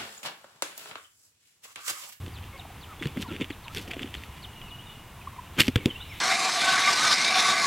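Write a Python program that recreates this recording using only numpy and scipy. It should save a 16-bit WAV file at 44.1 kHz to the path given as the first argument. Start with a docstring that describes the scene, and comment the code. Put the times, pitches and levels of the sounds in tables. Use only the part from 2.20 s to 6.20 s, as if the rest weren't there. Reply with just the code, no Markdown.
"""A turkey scuffles with another in an open field. At first songbirds chip and fowl yelp from its
echoing edge, over a low outdoor rumble. From 0.8 s to about 2 s comes a bout of flapping: impacts set
wing and body vibrating, stiff quills clack, and feathers scrape by friction. A thin, far whistle
hangs in the lull. At 3.4 s a wing whips the air and opens a second bout, close and hard, after which
the distant birdsong swells."""
import sys
import numpy as np
from scipy import signal
from scipy.fft import rfft, irfft
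from scipy.io import wavfile
from scipy.ndimage import uniform_filter1d

SR = 44100
rng = np.random.default_rng(int(sys.argv[2]) if len(sys.argv) > 2 else 0)


def wav_record(signal):
    """Record a signal, one row per channel, as 16-bit PCM in the file named by sys.argv[1]."""
    frames = np.transpose(np.atleast_2d(signal))
    bounded = np.clip(frames, -1, 1)
    # unit amplitude maps onto the largest positive 16-bit level
    quanta = np.round(bounded * 32767).astype(np.int16)
    wavfile.write(sys.argv[1], SR, quanta)


N = 176400
T = np.arange(N) / SR

# Spectra of the background. Each row: frequency in Hz, relative level in dB.
OPEN_AIR_SPECTRUM = [(12, -42), (20, -0.5), (37, -10.5), (70, -3), (95, -1.5), (120, -5.5), (216, -12),
                     (330, -15.5), (590, -20.5), (700, -17), (1000, -14.5), (1570, -21), (2820, -22.5),
                     (3630, -28), (4060, -30.5), (5080, -33), (13500, -34.5), (16000, -36)]
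RUMBLE_SPECTRUM = [(35, -26.5), (65, -7.5), (90, 2.5), (115, -6.5), (180, -20.5), (400, -48.5)]
CHORUS_SPECTRUM = [(1200, -15), (2100, 1.5), (3000, 3), (3800, 0.5), (4500, -16)]
SIDE_HISS_SPECTRUM = [(60, -13), (200, 2), (700, 6.5), (2000, -15), (4000, 2), (15000, 5)]
# Envelopes of the sustained sounds. Each row: time in seconds, level in dB.
RUMBLE_ENVELOPE = [(0, -44), (.6, -51), (1.2, -51), (2, -53), (4, -49)]
CHORUS_ENVELOPE = [(0, -58.5), (2.2, -58), (3.2, -60.5), (3.65, -53), (3.85, -52), (4, -48.5)]
THIN_WHISTLE_ENVELOPE = [(1.9, -82), (2.12, -59.5), (2.35, -54.5), (2.7, -52), (3.1, -72)]

# A songbird's falling chips. Each row: start in seconds, relative level in dB.
CHIPS = [(.132, -48.5), (.369, -46), (.602, -45.5), (.834, -46), (1.061, -47), (1.297, -45), (1.425, -48.5),
         (1.955, -48), (2.212, -44), (2.478, -51.5)]
# The filter that dulls a chip's high start. Each row: frequency in Hz, relative gain in dB.
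CHIP_THROAT = [(2000, 1.5), (2900, -2), (3500, 0.5), (4000, -2.5), (4800, -6)]
# Gliding notes: the whistles of songbirds, and the soft whines and far gobbling of fowl.
# Each row: start in seconds, length in seconds, first, middle and last pitch in Hz, level in dB.
WHISTLES = [(.793, 0.032, 3410, 3430, 3480, -42.5), (2.36, 0.062, 2955, 2760, 2540, -52),
            (2.454, 0.042, 2913, 2725, 2500, -48.5), (2.564, 0.073, 2660, 3050, 3550, -51),
            (2.651, 0.1, 3850, 3560, 3640, -53), (2.986, 0.048, 2807, 2620, 2240, -50),
            (3.249, 0.0414, 2680, 2840, 3130, -52.5), (3.584, 0.056, 2520, 2235, 2190, -45),
            (3.692, 0.03, 3290, 3090, 2820, -39), (3.747, 0.0324, 2640, 2800, 2910, -39.5),
            (3.758, 0.099, 2950, 2925, 2890, -46.5), (3.799, 0.0209, 3270, 3580, 3770, -33.5),
            (3.812, 0.02, 3670, 3917, 4040, -39), (3.876, 0.055, 5170, 5390, 5450, -57),
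            (3.892, 0.054, 2640, 2236, 1900, -40)]
YELPS = [(0.279, 0.02, 1190, 1050, 900, -50), (0.386, 0.022, 683, 757, 780, -44),
         (0.448, 0.013, 644, 740, 1000, -41), (0.501, 0.012, 690, 755, 800, -43.5),
         (0.545, 0.025, 725, 742, 740, -48), (0.68, 0.072, 1405, 1270, 1200, -46.5),
         (1.034, 0.056, 1264, 1010, 840, -43.5), (1.081, 0.041, 1450, 1343, 1290, -39.5),
         (1.444, 0.056, 1250, 942, 910, -46), (1.496, 0.024, 1210, 1275, 1340, -44.5),
         (1.649, 0.016, 650, 735, 790, -41), (1.692, 0.021, 725, 775, 760, -45),
         (1.727, 0.035, 740, 677, 684, -42), (2.987, 0.016, 955, 990, 960, -41),
         (3.072, 0.0099, 1050, 1104, 1120, -34), (3.129, 0.01, 1110, 1070, 1030, -37.5),
         (3.16, 0.01, 1070, 1090, 1080, -36), (3.178, 0.024, 900, 1007, 990, -35),
         (3.802, 0.012, 1490, 1460, 1400, -42.5)]
# Harmonics of one nasal honk. Each row: multiple of the fundamental, level in dB.
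HONK_PARTIALS = [(1, -47.5), (2, -46.5), (4, -48.5)]

# Spectra of the mid-range clack and rustle (cut off steeply above about 3.7 kHz), of the fine barbs
# and of the air pushed by a wing. Each row: frequency in Hz, relative level in dB.
CLACK_MID_SPECTRUM = [(150, -13), (450, -10.5), (700, -20.5), (1200, -9.5), (1900, 0), (2700, 3), (3550, 1),
                      (4000, -23), (4600, -13.5), (5200, -24.5), (7500, -18), (15000, -58)]
BARB_SPECTRUM = [(1500, -31), (3500, 6), (4400, 5), (5400, 1), (7000, -3), (8500, -3), (11500, -6.5),
                 (14000, -4.5), (15500, -21), (16500, -11)]
PUFF_SPECTRUM = [(40, -16.5), (120, 0), (300, 3), (500, -5), (640, -20), (1500, -43)]
# Feathers sliding past each other. Each row: peak time, rise and fall time constants in seconds,
# mid-range level in dB, barb and air levels in dB relative to the mid-range.
SWEEPS = [(.07, 0.024, 0.015, -55, -11, 12), (.187, 0.03, 0.0085, -51, -14, -1),
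          (.232, .008, 0.023, -46.5, -10, -5), (.835, 0.019, 0.05, -43.5, -11, 2.5),
          (.972, 0.013, 0.025, -43, -21, 6.5), (1.026, 0.02, 0.008, -37.5, -1.5, -1),
          (1.128, 0.031, 0.035, -42, -20, 5), (1.219, 0.011, 0.014, -33, -37, 0),
          (1.573, 0.026, 0.036, -41, -0.5, 3.5), (1.68, 0.011, .02, -48.5, -5, 10),
          (1.714, 0.0037, 0.0052, -32.5, -12, -11), (1.738, 0.0088, 0.0053, -36, -13, -8),
          (1.827, 0.051, 0.04, -41, -14, 1.5), (1.948, 0.0064, 0.011, -40.5, -5, -9),
          (2.03, 0.062, 0.037, -53.5, -2, -3.5), (2.177, 0.017, 0.0058, -47, -11, -18),
          (3.391, 0.0064, 0.0049, -30, -13, 7.5), (3.405, 0.0098, 0.008, -17.5, -4.5, -6),
          (3.416, 0.0035, 0.0033, -24.5, 1, -3.5), (3.44, 0.032, 0.023, -36.5, -4, -6),
          (3.47, 0.013, 0.021, -40.5, -3, -2), (3.575, .005, 0.055, -45, -26, 6),
          (3.669, 0.011, 0.044, -42, -25, 4.5)]
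# Collisions of quills. Each row: start in seconds, relative mid-range level in dB,
# barb level in dB relative to the mid-range, pitch of the quill in Hz.
CLACKS = [(0.063, -35, -0.5, 2780), (0.081, -31, -21, 2200), (0.8246, -17.5, -25, 2260),
          (0.83, -20.5, -20, 2000), (0.856, -23.5, -18, 1850), (0.8708, -26, -3, 4700),
          (.972, -28, -9, 1950), (1.032, -40, 4, 3000), (1.124, -34, -18, 2400), (1.1335, -31, -20, 2100),
          (1.164, -26.5, -22, 2460), (1.209, -22.5, -28, 2600), (1.217, -27, -30, 2080),
          (1.221, -30, -30, 2900), (1.244, -24, -17, 3130), (1.3024, -28, -25, 2730),
          (1.306, -24.5, -28, 2070), (1.312, -29.5, -21, 2930), (1.4816, -26, -29, 2750),
          (1.5483, -26, 2.5, 2980), (1.5663, -29, -4, 4700), (1.572, -22.5, -5.5, 3380),
          (1.584, -26, -17, 2900), (1.712, -24, -14, 2860), (1.7154, -27, -15, 2600),
          (1.767, -32, -21, 2480), (1.794, -24, -18, 2550), (1.819, -30, -22, 2500),
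          (1.8313, -24, -19, 3120), (1.9414, -23, -17, 2980), (1.9507, -20, -18, 2270),
          (2.0361, -26.5, -27, 2050), (2.416, -30.5, -24, 3200), (3.3976, -13.5, -3, 2130),
          (3.399, -7, -6, 2450), (3.4036, -4.5, -3.5, 3580), (3.4054, -7, -8, 2920),
          (3.4072, -4.5, -3.5, 2830), (3.4222, -27, 4, 3000), (3.481, -12, -8, 2240),
          (3.4847, -17.5, -8, 1600), (3.558, -9.5, -12, 2250), (3.5609, -13.5, -8, 1680),
          (3.581, -28, -22, 2620), (3.658, -11, -7.5, 3530)]
# Blows of a wing on a body. Each row: start in seconds, wing level in dB, wing pitch in Hz,
# wing decay time in seconds, body level in dB.
WING_BLOWS = [(.079, -28, 318, 0.0031, -52), (.813, -23.5, 298, 0.0038, -50),
              (.857, -13.5, 144, 0.0083, -46), (0.973, -17.5, 236, 0.0049, -51),
              (0.9946, -23.5, 212, 0.0094, -49), (1.083, -31.5, 232, 0.0098, -55),
              (1.1147, -18.5, 296, 0.0021, -51), (1.1987, -24.5, 242, 0.0063, -62),
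              (1.2136, -14.5, 245, 0.0044, -49), (1.304, -25, 290, 0.0051, -54),
              (1.596, -30, 306, 0.0031, -50), (1.766, -23.5, 354, 0.0029, -50),
              (1.8039, -32, 261, 0.007, -40), (1.8427, -27, 270, 0.0073, -42),
              (1.973, -32.5, 72.7, 0.043, -31), (2.081, -33.5, 69.6, 0.024, -53),
              (3.401, -31, 290, 0.011, -18), (3.4818, -8.5, 257, 0.0059, -15),
              (3.5586, -9.5, 201, 0.0041, -7), (3.6579, -4.5, 247, 0.0034, -16.5),
              (3.6836, -25, 336, 0.0038, -43)]


def amp(db):
    """Amplitude grows tenfold for every 20 dB."""
    return 10 ** (np.asarray(db) / 20)


def colour(x, points):
    """A minimum-phase filter through (Hz, dB) points, scaled to conserve the power of white noise."""
    hz, db = np.array(points, float).T
    n = len(x)
    bin_hz = np.arange(n + 1) * SR / (2 * n)
    gain = amp(np.interp(np.log(bin_hz + 1), np.log(hz), db))
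    cepstrum = irfft(np.log(gain / np.sqrt(np.mean(gain ** 2))))
    cepstrum[1:n] *= 2  # folding the cepstrum makes the filter causal
    cepstrum[n + 1:] = 0
    return irfft(rfft(x, 2 * n) * np.exp(rfft(cepstrum)))[:n]


def add(out, at, sound):
    """Superposition: a sound starting at a time in seconds sums with what is already there."""
    i = max(int(at * SR), 0)
    out[i:i + len(sound)] += sound[:max(N - i, 0)]


def wander(rate_hz):
    """Smoothing random steps gives a continuous fluctuation with a spread near 1."""
    hold = int(SR / rate_hz)
    steps = np.repeat(rng.standard_normal(N // hold + 1), hold)
    return uniform_filter1d(uniform_filter1d(steps, hold), hold)[:N]


def noise(spectrum):
    """Filtered white noise takes on the spectrum of its filter."""
    return colour(rng.standard_normal(N), spectrum)


def burst(t, decay_s, spectrum):
    """Exponentially damped noise, its energy set by the envelope alone."""
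    envelope = np.exp(-t / decay_s)
    x = colour(envelope * rng.standard_normal(len(t)), spectrum)
    return x * np.sqrt(np.sum(envelope ** 2) / np.sum(x ** 2))


def field():
    """Amplitude-modulated noise is heard as open air, surging rumble and a blur of far birdsong."""
    air = noise(OPEN_AIR_SPECTRUM) * amp(-47 + wander(2.2))
    rumble = noise(RUMBLE_SPECTRUM) * amp(np.interp(T, *np.array(RUMBLE_ENVELOPE).T) + 3.5 * wander(6.1))
    chorus = noise(CHORUS_SPECTRUM) * amp(np.interp(T, *np.array(CHORUS_ENVELOPE).T) + 2 * wander(26))
    return air + rumble + chorus


def thin_whistle(centre_hz=2896, half_width_hz=27):
    """Spectral broadening: a very distant held whistle arrives as a narrow, wavering band."""
    lowpass = signal.butter(2, half_width_hz, fs=SR, output="sos")
    band = signal.sosfilt(lowpass, rng.standard_normal((2, N)))
    line = np.real((band[0] + 1j * band[1]) * np.exp(2j * np.pi * centre_hz * T))
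    level_db = np.interp(T, *np.array(THIN_WHISTLE_ENVELOPE).T, left=-np.inf, right=-np.inf)
    return line / np.std(line) * amp(level_db)


def tree_echo(x, build_s=0.0056, t60_s=0.63):
    """Reverberation: reflections from the trees around the field merge into a decaying tail."""
    t = T[:SR]
    tail = rng.standard_normal(SR) * amp(-60 * t / t60_s) * (1 - np.exp(-t / build_s))
    return signal.fftconvolve(x, tail / np.sqrt(np.sum(tail ** 2)))[:N]


def scatter(x, decay_s=0.013, relative_db=-11):
    """Multipath scattering: grass and foliage add many slightly longer paths to the direct one."""
    t = T[:SR // 8]
    paths = rng.standard_normal(len(t)) * np.exp(-t / decay_s)
    scattered = signal.fftconvolve(x, paths / np.sqrt(np.sum(paths ** 2)))[:N]
    return (x + amp(relative_db) * scattered) / np.hypot(1, amp(relative_db))


def note(length_s, pitches, waver, flutter_db):
    """A tone glides through three pitches; distance modulates its frequency and amplitude at random."""
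    progress = np.linspace(0, 1, int(length_s * SR))
    glide_hz = np.polyval(np.polyfit([0, .5, 1], pitches, 2), progress)
    hz = glide_hz * (1 + waver * wander(274)[:len(progress)])
    envelope = np.sin(np.pi * progress) * amp(flutter_db * wander(186)[:len(progress)])
    return envelope * np.sin(2 * np.pi * np.cumsum(hz) / SR)


def birds(chip_hz=(5050, 3750, 1900), honk_at_s=.328, honk_hz=545):
    """Chips, whistles, rough yelps and a harmonic honk arrive from afar, followed by their reflections."""
    song, fowl, chips = np.zeros((3, N))
    for at, db in CHIPS:
        add(chips, at, amp(db) * note(.06, chip_hz, waver=0.013, flutter_db=5))
    chips = amp(-4) * colour(chips, CHIP_THROAT)
    for at, length, *pitches, db in WHISTLES:
        add(song, at, amp(db) * note(length, pitches, waver=0.008, flutter_db=5))
    for at, length, *pitches, db in YELPS:
        add(fowl, at, amp(db) * note(length, pitches, waver=0.0303, flutter_db=4.5))
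    for multiple, db in HONK_PARTIALS:
        partial = note(0.046, np.full(3, multiple * honk_hz), waver=0.0057, flutter_db=6.5)
        add(fowl, honk_at_s, amp(db) * partial)
    calls = scatter(song + chips) + fowl
    return calls + amp(-6) * tree_echo(song) + amp(-14) * tree_echo(fowl + chips)


def barb_friction(catches_per_s=2500, spread_db=2.5, clump_hz=500, clump_db=6):
    """Stick-slip friction: barb catches on barb in tiny uneven impulses, bunched into crackles."""
    catches = (rng.random(N) < catches_per_s / SR) * np.sign(rng.standard_normal(N))
    sizes = amp(spread_db * np.minimum(rng.exponential(size=N), 3))
    clumps = amp(clump_db * np.minimum(wander(clump_hz), 1))
    crackle = catches * sizes * clumps
    return crackle / np.std(crackle)


def feather_sweeps():
    """Friction makes feathers rustle while the wing stirs the air; overlapping sweeps add in power."""
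    rustle_power, barb_power, air_power = np.zeros((3, N))
    for at, rise, fall, db, barb_db, air_db in SWEEPS:
        power = (amp(db) * np.exp(-np.maximum((at - T) / rise, (T - at) / fall))) ** 2
        rustle_power += power
        barb_power += power * amp(barb_db) ** 2
        air_power += power * amp(air_db) ** 2
    rustle = colour(np.sqrt(rustle_power) * barb_friction(), CLACK_MID_SPECTRUM)
    barbs = colour(np.sqrt(barb_power) * barb_friction(), BARB_SPECTRUM)
    air = colour(np.sqrt(air_power) * rng.standard_normal(N), PUFF_SPECTRUM)
    return rustle + barbs + air


def wing_swish(at_s=3.381, length_s=.027, glide_hz=(650, 2900), half_width_hz=530):
    """Aerodynamic noise from the hardest stroke climbs in frequency as the wing tip speeds up."""
    out, progress = np.zeros(N), np.linspace(0, 1, int(length_s * SR))
    lowpass = signal.butter(2, half_width_hz, fs=SR, output="sos")
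    band = signal.sosfilt(lowpass, rng.standard_normal(N))[:len(progress)]
    phase = 2 * np.pi * np.cumsum(np.interp(progress, [0, 1], glide_hz)) / SR
    envelope = amp(-23.5) * np.sin(np.pi * progress)
    add(out, at_s, envelope * band / np.std(band) * np.sin(phase))
    return out


def quill_clacks(ring_s=0.0012, snap_s=0.0009, shiver_s=0.0092):
    """Impulse response: a struck quill snaps, rings at its natural frequency and briefly shivers."""
    out, t = np.zeros(N), T[:SR // 20]
    for at, db, barb_db, hz in CLACKS:
        ring = amp(db - 2) * np.sin(2 * np.pi * hz * t) * np.exp(-t / ring_s)
        add(out, at, ring)
        for spectrum, gain in ((CLACK_MID_SPECTRUM, amp(db)), (BARB_SPECTRUM, amp(db + barb_db))):
            snap = burst(t, snap_s, spectrum)
            shiver = amp(-24) * burst(t, shiver_s, spectrum)
            add(out, at, gain * (snap + shiver))
    return amp(-4) * out


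def wing_thumps(body_hz=114.4, body_decay_s=0.0065, push_s=0.00091, puff_s=0.0079, cutoff_hz=59.6):
    """Each blow excites wing and body as damped oscillators and squeezes out a puff of air."""
    out, t = np.zeros(N), T[:SR // 7]
    for at, db, hz, decay, body_db in WING_BLOWS:
        wing = amp(db) * np.sin(2 * np.pi * hz * t) * np.exp(-t / decay)
        body = amp(body_db) * np.sin(2 * np.pi * body_hz * t) * np.exp(-t / body_decay_s)
        onset = 1 - np.exp(-t / push_s)
        puff = amp(db - 13) * burst(t, puff_s, PUFF_SPECTRUM)
        add(out, at, (wing + body) * onset + puff)
    # A bird is too small to radiate well below the cutoff.
    return signal.sosfilt(signal.butter(2, cutoff_hz, "high", fs=SR, output="sos"), out)


def scene():
    """Mid-side stereo: the sources sum in the centre; only a faint hiss differs between the ears."""
    scuffle = wing_thumps() + quill_clacks() + feather_sweeps() + wing_swish()
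    mid = scuffle + birds() + thin_whistle() + field()
    side = amp(-60.5) * noise(SIDE_HISS_SPECTRUM)
    return np.array([mid + side, mid - side])


def record(dry):
    """Soft saturation rounds the loudest peaks, and a steep low-pass filter cuts the highest treble."""
    ceiling, top_hz = .9, 15900
    rounded = dry / (1 + (dry / ceiling) ** 4) ** .25
    return signal.sosfilt(signal.ellip(10, .1, 80, top_hz, fs=SR, output="sos"), rounded)


dry = scene()
out = record(dry)
wav_record(out)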